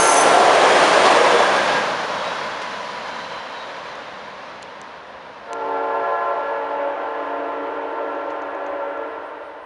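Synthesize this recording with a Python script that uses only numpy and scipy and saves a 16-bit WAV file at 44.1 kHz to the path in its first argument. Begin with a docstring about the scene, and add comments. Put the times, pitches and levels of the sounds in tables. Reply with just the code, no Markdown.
"""A brief flange squeal and a dying horn blast over the roar of a passenger train's last cars, heard from
a country road beside the track. Wheels and rails sing, couplers clank, and the roar recedes and dulls
along a line of pines. Far off, the locomotive blows its five-bell air horn again, and the trees
scatter the chord back at a raised pitch. Near the microphone: small dry ticks and faint insects."""
import sys
import numpy as np
from scipy import signal
from scipy.fft import rfft, irfft
from scipy.io import wavfile
from scipy.ndimage import uniform_filter1d

SR = 44100
rng = np.random.default_rng(int(sys.argv[2]) if len(sys.argv) > 2 else 0)


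def unload_wav(signal):
    """Save mono or channel-first audio to the path in sys.argv[1] as 16-bit WAV at rate SR, clipped to [-1, 1]."""
    wavfile.write(
        sys.argv[1],
        SR,
        np.round(np.clip(np.atleast_2d(signal).T, -1, 1) * 32767).astype(np.int16),
    )


N = 425565
T = np.arange(N) / SR
SLOW_S = np.arange(0, N / SR, 1 / 600)  # control times for the partials
FRAME, HOP = 2048, 512
HZ, FRAME_S, _ = signal.stft(np.zeros(N), SR, nperseg=FRAME, noverlap=FRAME - HOP)
HZ = np.maximum(HZ, 1)[:, None]
FAR_START_S, FAR_STOP_S = 5.49, 9.06  # the distant horn blast

# horn bells, low to high: f/Hz, onset delay/s, then harmonics 1 to 6, level/dB against the strongest
BELLS = [(287.7, .01, -9, -15, 0, -20, -18, -22), (345.2, -.02, -14, 0, 0, -8, -20, -26),
         (388.1, .01, -1.5, 0, -11, -9, -18, -23), (452.6, .01, 0, -1, -3, -23, -26, -26),
         (563.6, 0, 0, -13, -9.5, -27, -33, -38)]


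def undb(db):
    """Decibels to gain."""
    return 10 ** (np.asarray(db) / 20)


def curves(rows, t):
    """A table's columns at the times t; its first column is time."""
    times, *columns = np.transpose(rows)
    return [np.interp(t, times, column) for column in columns]


def colour(points, at=HZ):
    """A spectrum from (f/Hz, level/dB) points, joined on a log-frequency axis."""
    hz, db = np.transpose(points)
    return np.interp(np.log(at), np.log(hz), db)


def band_db(db, lo, hi):
    """Level of one band of a spectrum, moment by moment."""
    return 10 * np.log10(np.mean(undb(db) ** 2 * ((HZ > lo) & (HZ < hi)), axis=0))


def release_db(t, stop_s, db_per_s):
    """Full level until stop_s, then an even decay."""
    return np.maximum(-db_per_s * np.maximum(t - stop_s, 0), -120)


def hump(x, centre, spread):
    """A Gaussian of height 1."""
    return np.exp(-((x - centre) / spread) ** 2 / 2)


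def low_pass(hz, order=4):
    """Sections of a smooth low-pass."""
    return signal.butter(order, hz, fs=SR, output="sos")


def noise(db):
    """Noise whose spectrum follows db (frequency x time)."""
    white = signal.stft(rng.standard_normal(N), nperseg=FRAME, noverlap=FRAME - HOP)[2]
    return signal.istft(white * undb(db), nperseg=FRAME, noverlap=FRAME - HOP)[1][:N]


def wander(rate):
    """A smooth random curve with about rate turns a second; spread near 1."""
    steps = rng.standard_normal(size=4096)
    rough = np.interp(T * rate, np.arange(len(steps)), steps)
    return 1.35 * uniform_filter1d(rough, max(int(SR / rate), 1))


def patches(bins, frames):
    """Random patches over frequency and time; spread 1."""
    field = rng.standard_normal((len(HZ), len(FRAME_S)))
    field = uniform_filter1d(uniform_filter1d(field, bins, axis=0), frames, axis=1)
    return field / field.std()


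def phasor(rate):
    """A complex gain that wanders in size and angle about rate times a second; power 1."""
    steps = rng.standard_normal(size=4096) + 1j * rng.standard_normal(size=4096)
    gain = np.interp(SLOW_S * rate, np.arange(len(steps)), steps)
    return gain / np.sqrt(np.mean(abs(gain) ** 2))


def partial(phase, gain):
    """A sine of rms |gain|, its complex gain given at the times SLOW_S."""
    phase = (phase % (2 * np.pi)).astype(np.float32)
    gain = np.interp(T, SLOW_S, gain)
    return np.sqrt(2) * (gain.real * np.sin(phase) + gain.imag * np.cos(phase))


def countryside(insect_hz=8920, width_hz=450, chorus_db=-79.5, chirp_db=-77, chirps_per_s=5, sweep=.09):
    """Still air, a faint insect chorus in the grass, and one nearer insect whose chirps slide upward."""
    # still air at the roadside: f/Hz, level/dB
    air = [(25, -66), (48, -51.5), (74, -31), (130, -54.5), (400, -52.5), (2000, -69), (6000, -82.5),
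           (11000, -88)]
    chorus = -20 * np.log10(1 + ((HZ - insect_hz) / width_hz) ** 2)
    cycle = np.cumsum(chirps_per_s * (1 + .05 * wander(2))) / SR % 1 - .5
    phase = 2 * np.pi * np.cumsum(insect_hz * (1 + sweep * cycle)) / SR
    chirps = undb(chirp_db) * partial(phase, phasor(width_hz)) * hump(cycle, 0, .13)
    return noise(colour(air)) + noise(chorus - band_db(chorus, 0, SR) + chorus_db) + chirps


def ticks():
    """Tiny hard contacts close to the microphone: a brief scrape rings a few high modes."""
    # contacts: t/s, peak level/dB, scrape decay/s, low-pass f/Hz
    contacts = [(3.9545, -36, 0.0008, 11000), (4.6238, -36, .0006, 10000), (4.628, -24, 0.00094, 10400),
                (4.8152, -27.5, 0.001, 10500), (5.5315, -18.5, 0.00079, 10400), (8.1497, -49, 0.0023, 7000),
                (8.303, -44, 0.0078, 7000), (8.418, -44, 0.0061, 7000), (8.549, -46, .002, 7000),
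                (8.6632, -42, .004, 7000), (8.974, -52, .003, 7000)]
    # the modes they ring: f/Hz, t60/s, relative level/dB
    modes = [(3020, 0.0029, 7), (4350, 0.0034, 8), (5940, .003, 9), (6460, 0.0021, 11.5),
             (9200, 0.0016, -17)]
    t = T[:SR // 20]
    ring = sum(undb(db - 60 * t / t60) * np.cos(2 * np.pi * hz * t) for hz, t60, db in modes)
    out = np.zeros(N)
    for at_s, db, scrape_s, top_hz in contacts:
        scrape = rng.standard_normal(len(t)) * np.exp(-t / scrape_s)
        tick = signal.sosfilt(low_pass(top_hz, order=8), signal.fftconvolve(scrape, ring)[:len(t)])
        start = int(at_s * SR)
        out[start:start + len(t)] += undb(db) * tick / abs(tick).max()
    return out


def singing(waver=.003, waver_rate=14):
    """Single wheel and rail modes swell out of the roar, part tone, part tremble, unsteady in pitch."""
    # resonances: t/s, half length/s, f/Hz, width/Hz, level/dB, pure tone's share of the power
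    resonances = [(0.423, .096, 731, 40, -22, 0.04), (1.283, .11, 476, 14.4, -18, 0.57),
                  (.75, 0.29, 3255, 49, -37.5, 0.1), (1.4, .25, 3450, 90, -35.5, .1),
                  (1.61, 0.16, 1626, 33, -28.5, 0.33), (1.57, .71, 616.5, 36, -34, 0.2),
                  (2.27, 0.08, 3835, 35, -43, 0.4), (2.4, .25, 3360, 60, -46, 0.2),
                  (2.4, .4, 1500, 45, -45, 0.4), (3.39, 0.13, 4020, 40, -45, 0.6),
                  (3.4, .55, 4025, 30, -53.5, .4), (3.36, 0.39, 3090, 130, -49, .02),
                  (3.6, .055, 3830, 45, -47, .3), (2.4, 0.8, 995, 45, -36, 0)]
    out = 0
    for at_s, half_s, hz, width_hz, db, purity in resonances:
        swell = undb(db) * hump(SLOW_S, at_s, half_s)
        drift = np.exp(2j * np.pi * np.cumsum(hz * waver * phasor(waver_rate).real) * SLOW_S[1])
        tremble = np.sqrt(purity) + np.sqrt(1 - purity) * phasor(2 * width_hz)
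        out = out + partial(2 * np.pi * hz * T, swell * drift * tremble)
    return out


def clanks(knock_t60_s=.12, steel_t60_s=.25):
    """Couplers and bogies knock in passing: a dull blow, a bright rattle and a longer steel ring."""
    # knocks of the running gear: t/s, ring level/dB, ring f/Hz
    knocks = [(0.761, -25, 1620), (0.934, -22, 1650), (1.056, -16.5, 1066), (1.151, -30, 1140),
              (1.243, -24, 2080), (1.427, -27, 1620), (1.564, -23, 1600), (2.617, -31, 2050)]
    t = T[:SR // 3]
    out = np.zeros(N)
    for at_s, db, ring_hz in knocks:
        start = int(at_s * SR)
        blow = (750, 750, 4, knock_t60_s)
        rattle = (3300, 3300, -3, knock_t60_s)
        steel = (ring_hz, 130, 0, steel_t60_s)
        for hz, width_hz, part_db, t60 in (blow, rattle, steel):
            band = signal.butter(2, [hz - width_hz / 2, hz + width_hz / 2], "band", fs=SR, output="sos")
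            ring = signal.sosfilt(band, rng.standard_normal(len(t)))
            out[start:start + len(t)] += ring / ring.std() * undb(db + part_db - 60 * t / t60)
    return out


def squeal(ring_db=-23, scrape_db=-26, chatter_db=1.0, fall_per_s=.18, waver=.0044):
    """A flange rubs the rail: wheel modes sing over a scraping hiss and fall in pitch as the car passes."""
    # wheel modes: f/Hz, half width/Hz, relative level/dB
    wheel_modes = [(6215, 38, -.5), (8010, 71, -7.5), (9840, 34, -1)]
    fade_db = release_db(FRAME_S, stop_s=.18, db_per_s=76)  # the wheel runs free
    pitch = np.exp(-fall_per_s * np.minimum(FRAME_S - .14, .5))
    pitch *= 1 + waver * rng.standard_normal(len(FRAME_S))
    power = sum(undb(db) ** 2 / (1 + ((HZ - hz * pitch) / width) ** 2) ** 1.12
                for hz, width, db in wheel_modes)
    modes = 10 * np.log10(power)
    scrape = colour([(2500, -33), (4500, -1), (7000, 1.5), (10000, 2), (11500, -7.5)])
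    ring = noise(ring_db + fade_db + modes - band_db(modes, 0, SR)) * undb(-chatter_db * wander(130))
    return ring + noise(scrape_db + fade_db + scrape - band_db(scrape, 0, SR))


def rolling(passed_s=1.68, turn_s=.4, absorb_db=10.5, patchy_db=.47, judder_db=.39, surge_db=.5):
    """Rough wheels drive the rails and their own webs; the roar thins and dulls with distance."""
    # the roar with the cars beside the microphone: f/Hz, relative level/dB
    beside = [(24, -68), (40, -35), (100, -28), (170, -14.5), (250, -14.5), (340, -4.5), (483, -3),
              (531, 0.5), (1180, -4.5), (1390, -10), (1640, -8), (1840, -12.5), (2000, -12.5), (3320, -18),
              (6110, -26.5), (7920, -29.5), (9330, -30.5), (11000, -47.5), (14300, -73.5), (22000, -120)]
    # the roar from behind the train: f/Hz, relative level/dB
    behind = [(24, -66.5), (40, -29.5), (64, -31.5), (198, -13), (373, -20), (531, -7.5), (773, -11),
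              (1000, -6), (1240, -11), (1640, -9.5), (2280, -14), (3910, -18), (5970, -26.5), (7920, -37),
              (11000, -45), (14300, -83.5), (22000, -120)]
    # the pass-by from the road: t/s, rail roar level/dB, wheel hiss level/dB, rumble level/dB
    pass_by = [(0, -18.5, -23.5, -40.5), (.45, -14.5, -23, -38), (.8, -13, -20, -37),
               (1.1, -15, -21, -36.5), (1.4, -16, -25, -40), (1.7, -20.5, -26.5, -39),
               (2.15, -24.5, -32, -44), (2.8, -30, -35, -46), (3.6, -33, -39, -52), (4.3, -36, -42, -52),
               (5.35, -38, -46, -57)]
    recede_db = release_db(FRAME_S, pass_by[-1][0], db_per_s=2.5)
    rail_db, wheel_db, rumble_db = curves(pass_by, FRAME_S) + recede_db
    # the air takes more treble as the distance grows
    far = colour(behind) - absorb_db * (HZ / 7000) ** .28 * (np.clip(FRAME_S, 2.7, 5.2) - 2.9)
    gone = .5 + .5 * np.tanh((FRAME_S - passed_s) / turn_s)
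    db = (1 - gone) * colour(beside) + gone * far
    # car bodies radiate the bass, rails the middle, wheel webs the top
    low, high = 1 / (1 + (HZ / 270) ** 6), 1 / (1 + (1500 / HZ) ** 6)
    rumble = low * (rumble_db - band_db(db, 60, 250))
    rail = (1 - low - high) * (rail_db - band_db(db, 300, 1400))
    wheel = high * (wheel_db - band_db(db, 1600, 5000))
    roar = noise(db + rumble + rail + wheel + patchy_db * patches(bins=14, frames=7))
    return roar * undb(judder_db * wander(45) + surge_db * wander(5.8))


def scatter_db(hz, bells_db, max_rise=.2, taper=.43, rasp_db=-21.5):
    """Trees ahead of the locomotive hear it approaching, so their echoes smear each partial upward."""
    power = 0
    for (pitch, _, *harmonics_db), bell_db in zip(BELLS, bells_db):
        for k, db in enumerate(harmonics_db, 1):
            shift = (hz / (k * pitch) - 1) / max_rise
            smear = (shift > 0) * (shift < 1) * np.exp(-taper * abs(shift))
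            power = power + undb(db + bell_db) ** 2 / (k * pitch) * smear
    # the crowded high harmonics merge into a rasp
    rasp = rasp_db + colour([(200, -67), (300, -4.5), (700, -5.5), (2000, 0), (3000, -6), (4500, -25),
                             (7000, -35), (11000, -50.5)], hz)
    forest = colour([(300, .5), (450, -2.5), (540, -.5), (650, -.5), (755, -5.5), (850, .5),
                     (1000, -1.5), (1110, -5.5), (1300, 1.5), (1600, -4), (2500, 0)], hz)
    return 10 * np.log10(power / power.max() + undb(rasp) ** 2) + forest


def echoes(bells_db, build_s=2, fade_db_per_s=2, treble_hz=2200, dull_db_per_s=.4):
    """The pines return the far blast as a wash that builds, outlasts it and dulls as the train leaves."""
    mean_db = bells_db[:, SLOW_S > FAR_START_S].mean(axis=1)
    hz = np.maximum(np.fft.rfftfreq(N, 1 / SR), 1)
    wash = irfft(rfft(rng.standard_normal(N)) * undb(scatter_db(hz, mean_db)), N)
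    body = signal.sosfiltfilt(low_pass(treble_hz), wash)
    wash = body + (wash - body) * undb(-dull_db_per_s * (T - 7.9))
    age = np.maximum(T - FAR_START_S, 0)
    db = -30 - fade_db_per_s * age + release_db(T, FAR_STOP_S, db_per_s=8.5)
    build = np.sqrt(1 - np.exp(-age / build_s))
    return wash * undb(db - band_db(scatter_db(HZ, mean_db), 590, 670)) * build


def chord(start_s, bells_db, tilt_db_per_octave, detune=0, sharp=.013, settle_s=.2, attack_s=.075):
    """Five reeds sound together; shifting paths over the ground make each partial fade and flutter."""
    out, together_db = 0, np.mean(bells_db, axis=0)
    swell_db = 4 * hump(SLOW_S, 8.9, .049)  # lifts overtones near 1370 Hz just before the far blast stops
    for (hz, delay_s, *harmonics_db), bell_db in zip(BELLS, bells_db):
        # each reed starts a little sharp, settles and wavers
        age = np.maximum(T - start_s - delay_s, 0)
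        pitch_hz = hz * (1 + detune + sharp * np.exp(-age / settle_s) + .001 * wander(9))
        phase = 2 * np.pi * np.cumsum(pitch_hz) / SR
        opening = np.clip(.5 + (SLOW_S - start_s - delay_s) / attack_s, 0, 1)
        own_db = bell_db - together_db
        own_db -= np.average(own_db, weights=undb(together_db))
        for k, db in enumerate(harmonics_db, 1):
            octaves = np.log2(k * hz / 700)
            # weaker partials fade on their own and follow their bell loosely; short waves flutter more
            weaker = db < max(harmonics_db)
            paths = 1 + weaker * .45 * phasor(6) + 2 ** octaves * .34 * phasor(32)
            paths /= np.sqrt(np.mean(abs(paths) ** 2))
            level_db = bell_db + db + weaker * (tilt_db_per_octave * octaves - .7 * own_db)
            level_db += swell_db * hump(k * hz, 1370, 100)
            out = out + partial(k * phase, opening * undb(level_db) * paths)
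    return out


def near_horn():
    """The nearer blast of the air horn, already sounding, soon stops and dies away."""
    # each bell's strongest partial, low bell to high: level/dB
    levels = [-24.5, -26.5, -27.5, -27, -34.5]
    bells_db = np.array(levels)[:, None] + release_db(SLOW_S, stop_s=.23, db_per_s=24)
    return chord(-.92, bells_db, tilt_db_per_octave=4, detune=-.00373)


def far_horn(blare_s=.12, ground_hz=370):
    """A long blast from far down the line, shaped by moving air and distance and wrapped in its echoes."""
    # strongest partial ahead of the ground's effect, one list a bell, low to high: t/s, level/dB
    levels = [
        [(5.56, -37), (5.7, -28), (6.0, -30.5), (6.85, -31.5), (7.02, -35.5), (7.4, -36), (8.1, -41),
         (9.08, -43)],
        [(5.56, -37.5), (5.8, -33.5), (6.27, -28), (6.48, -37.5), (6.7, -36.5), (6.92, -39.5), (7.33, -32.5),
         (7.68, -43), (8.0, -37.5), (9.08, -43)],
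        [(5.56, -45.5), (5.76, -34), (6.2, -34), (6.65, -46.5), (7.05, -37), (7.55, -52.5), (8.3, -41.5),
         (8.65, -38.5), (9.08, -44)],
        [(5.56, -34), (5.72, -29), (6.1, -31), (6.35, -35), (6.6, -33), (6.8, -35), (6.96, -44), (7.12, -35.5),
         (8.0, -35.5), (8.62, -47.5), (8.8, -43), (9.08, -38.5)],
        [(5.56, -36.5), (5.83, -34), (5.98, -27), (6.37, -30), (6.48, -27), (6.75, -31), (6.86, -24.5),
         (6.95, -33), (7.48, -35.5), (7.62, -30), (7.72, -40.5), (7.8, -30.5), (7.92, -40), (8.05, -30.5),
         (8.35, -35.5), (8.87, -28.5), (9.08, -39.5)],
    ]
    # the ground path first cancels the lowest notes, then lets them through: t/s, bass gain/dB
    ground = [(5.7, -1), (6.17, -12), (6.5, -3.5), (7.0, 0.5), (7.6, 6), (9.1, 5), (9.5, 1.5)]
    bells_db = np.array([curves(rows, SLOW_S)[0] for rows in levels])
    bells_db += release_db(SLOW_S, FAR_STOP_S, db_per_s=28)
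    age = SLOW_S - FAR_START_S
    brightening = -1.4 + .6 * age  # the overtones slowly gain on the low notes
    blare = 4 * np.exp(-np.maximum(age, 0) / blare_s)  # the first rush of air through the reeds
    blast = chord(FAR_START_S, bells_db, brightening + blare) + echoes(bells_db)
    bass = signal.sosfiltfilt(low_pass(ground_hz), blast)
    return blast + bass * (undb(curves(ground, T)[0]) - 1)


def scene():
    """Train, horn and roadside from one spot on the road, in mono."""
    cars = rolling() + clanks() + singing() + squeal()
    return (cars + near_horn() + far_horn() + ticks() + countryside())[None]


def record(dry, notch_hz=7950, notch_q=12.4, notch_share=.6, top_hz=11200):
    """The microphone port hollows a narrow band of treble; the top is cut."""
    notched = signal.lfilter(*signal.iirnotch(notch_hz, notch_q, SR), dry)
    heard = dry + notch_share * (notched - dry)
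    return signal.sosfilt(signal.ellip(10, .2, 80, top_hz, fs=SR, output="sos"), heard)


dry = scene()
out = record(dry)
unload_wav(out)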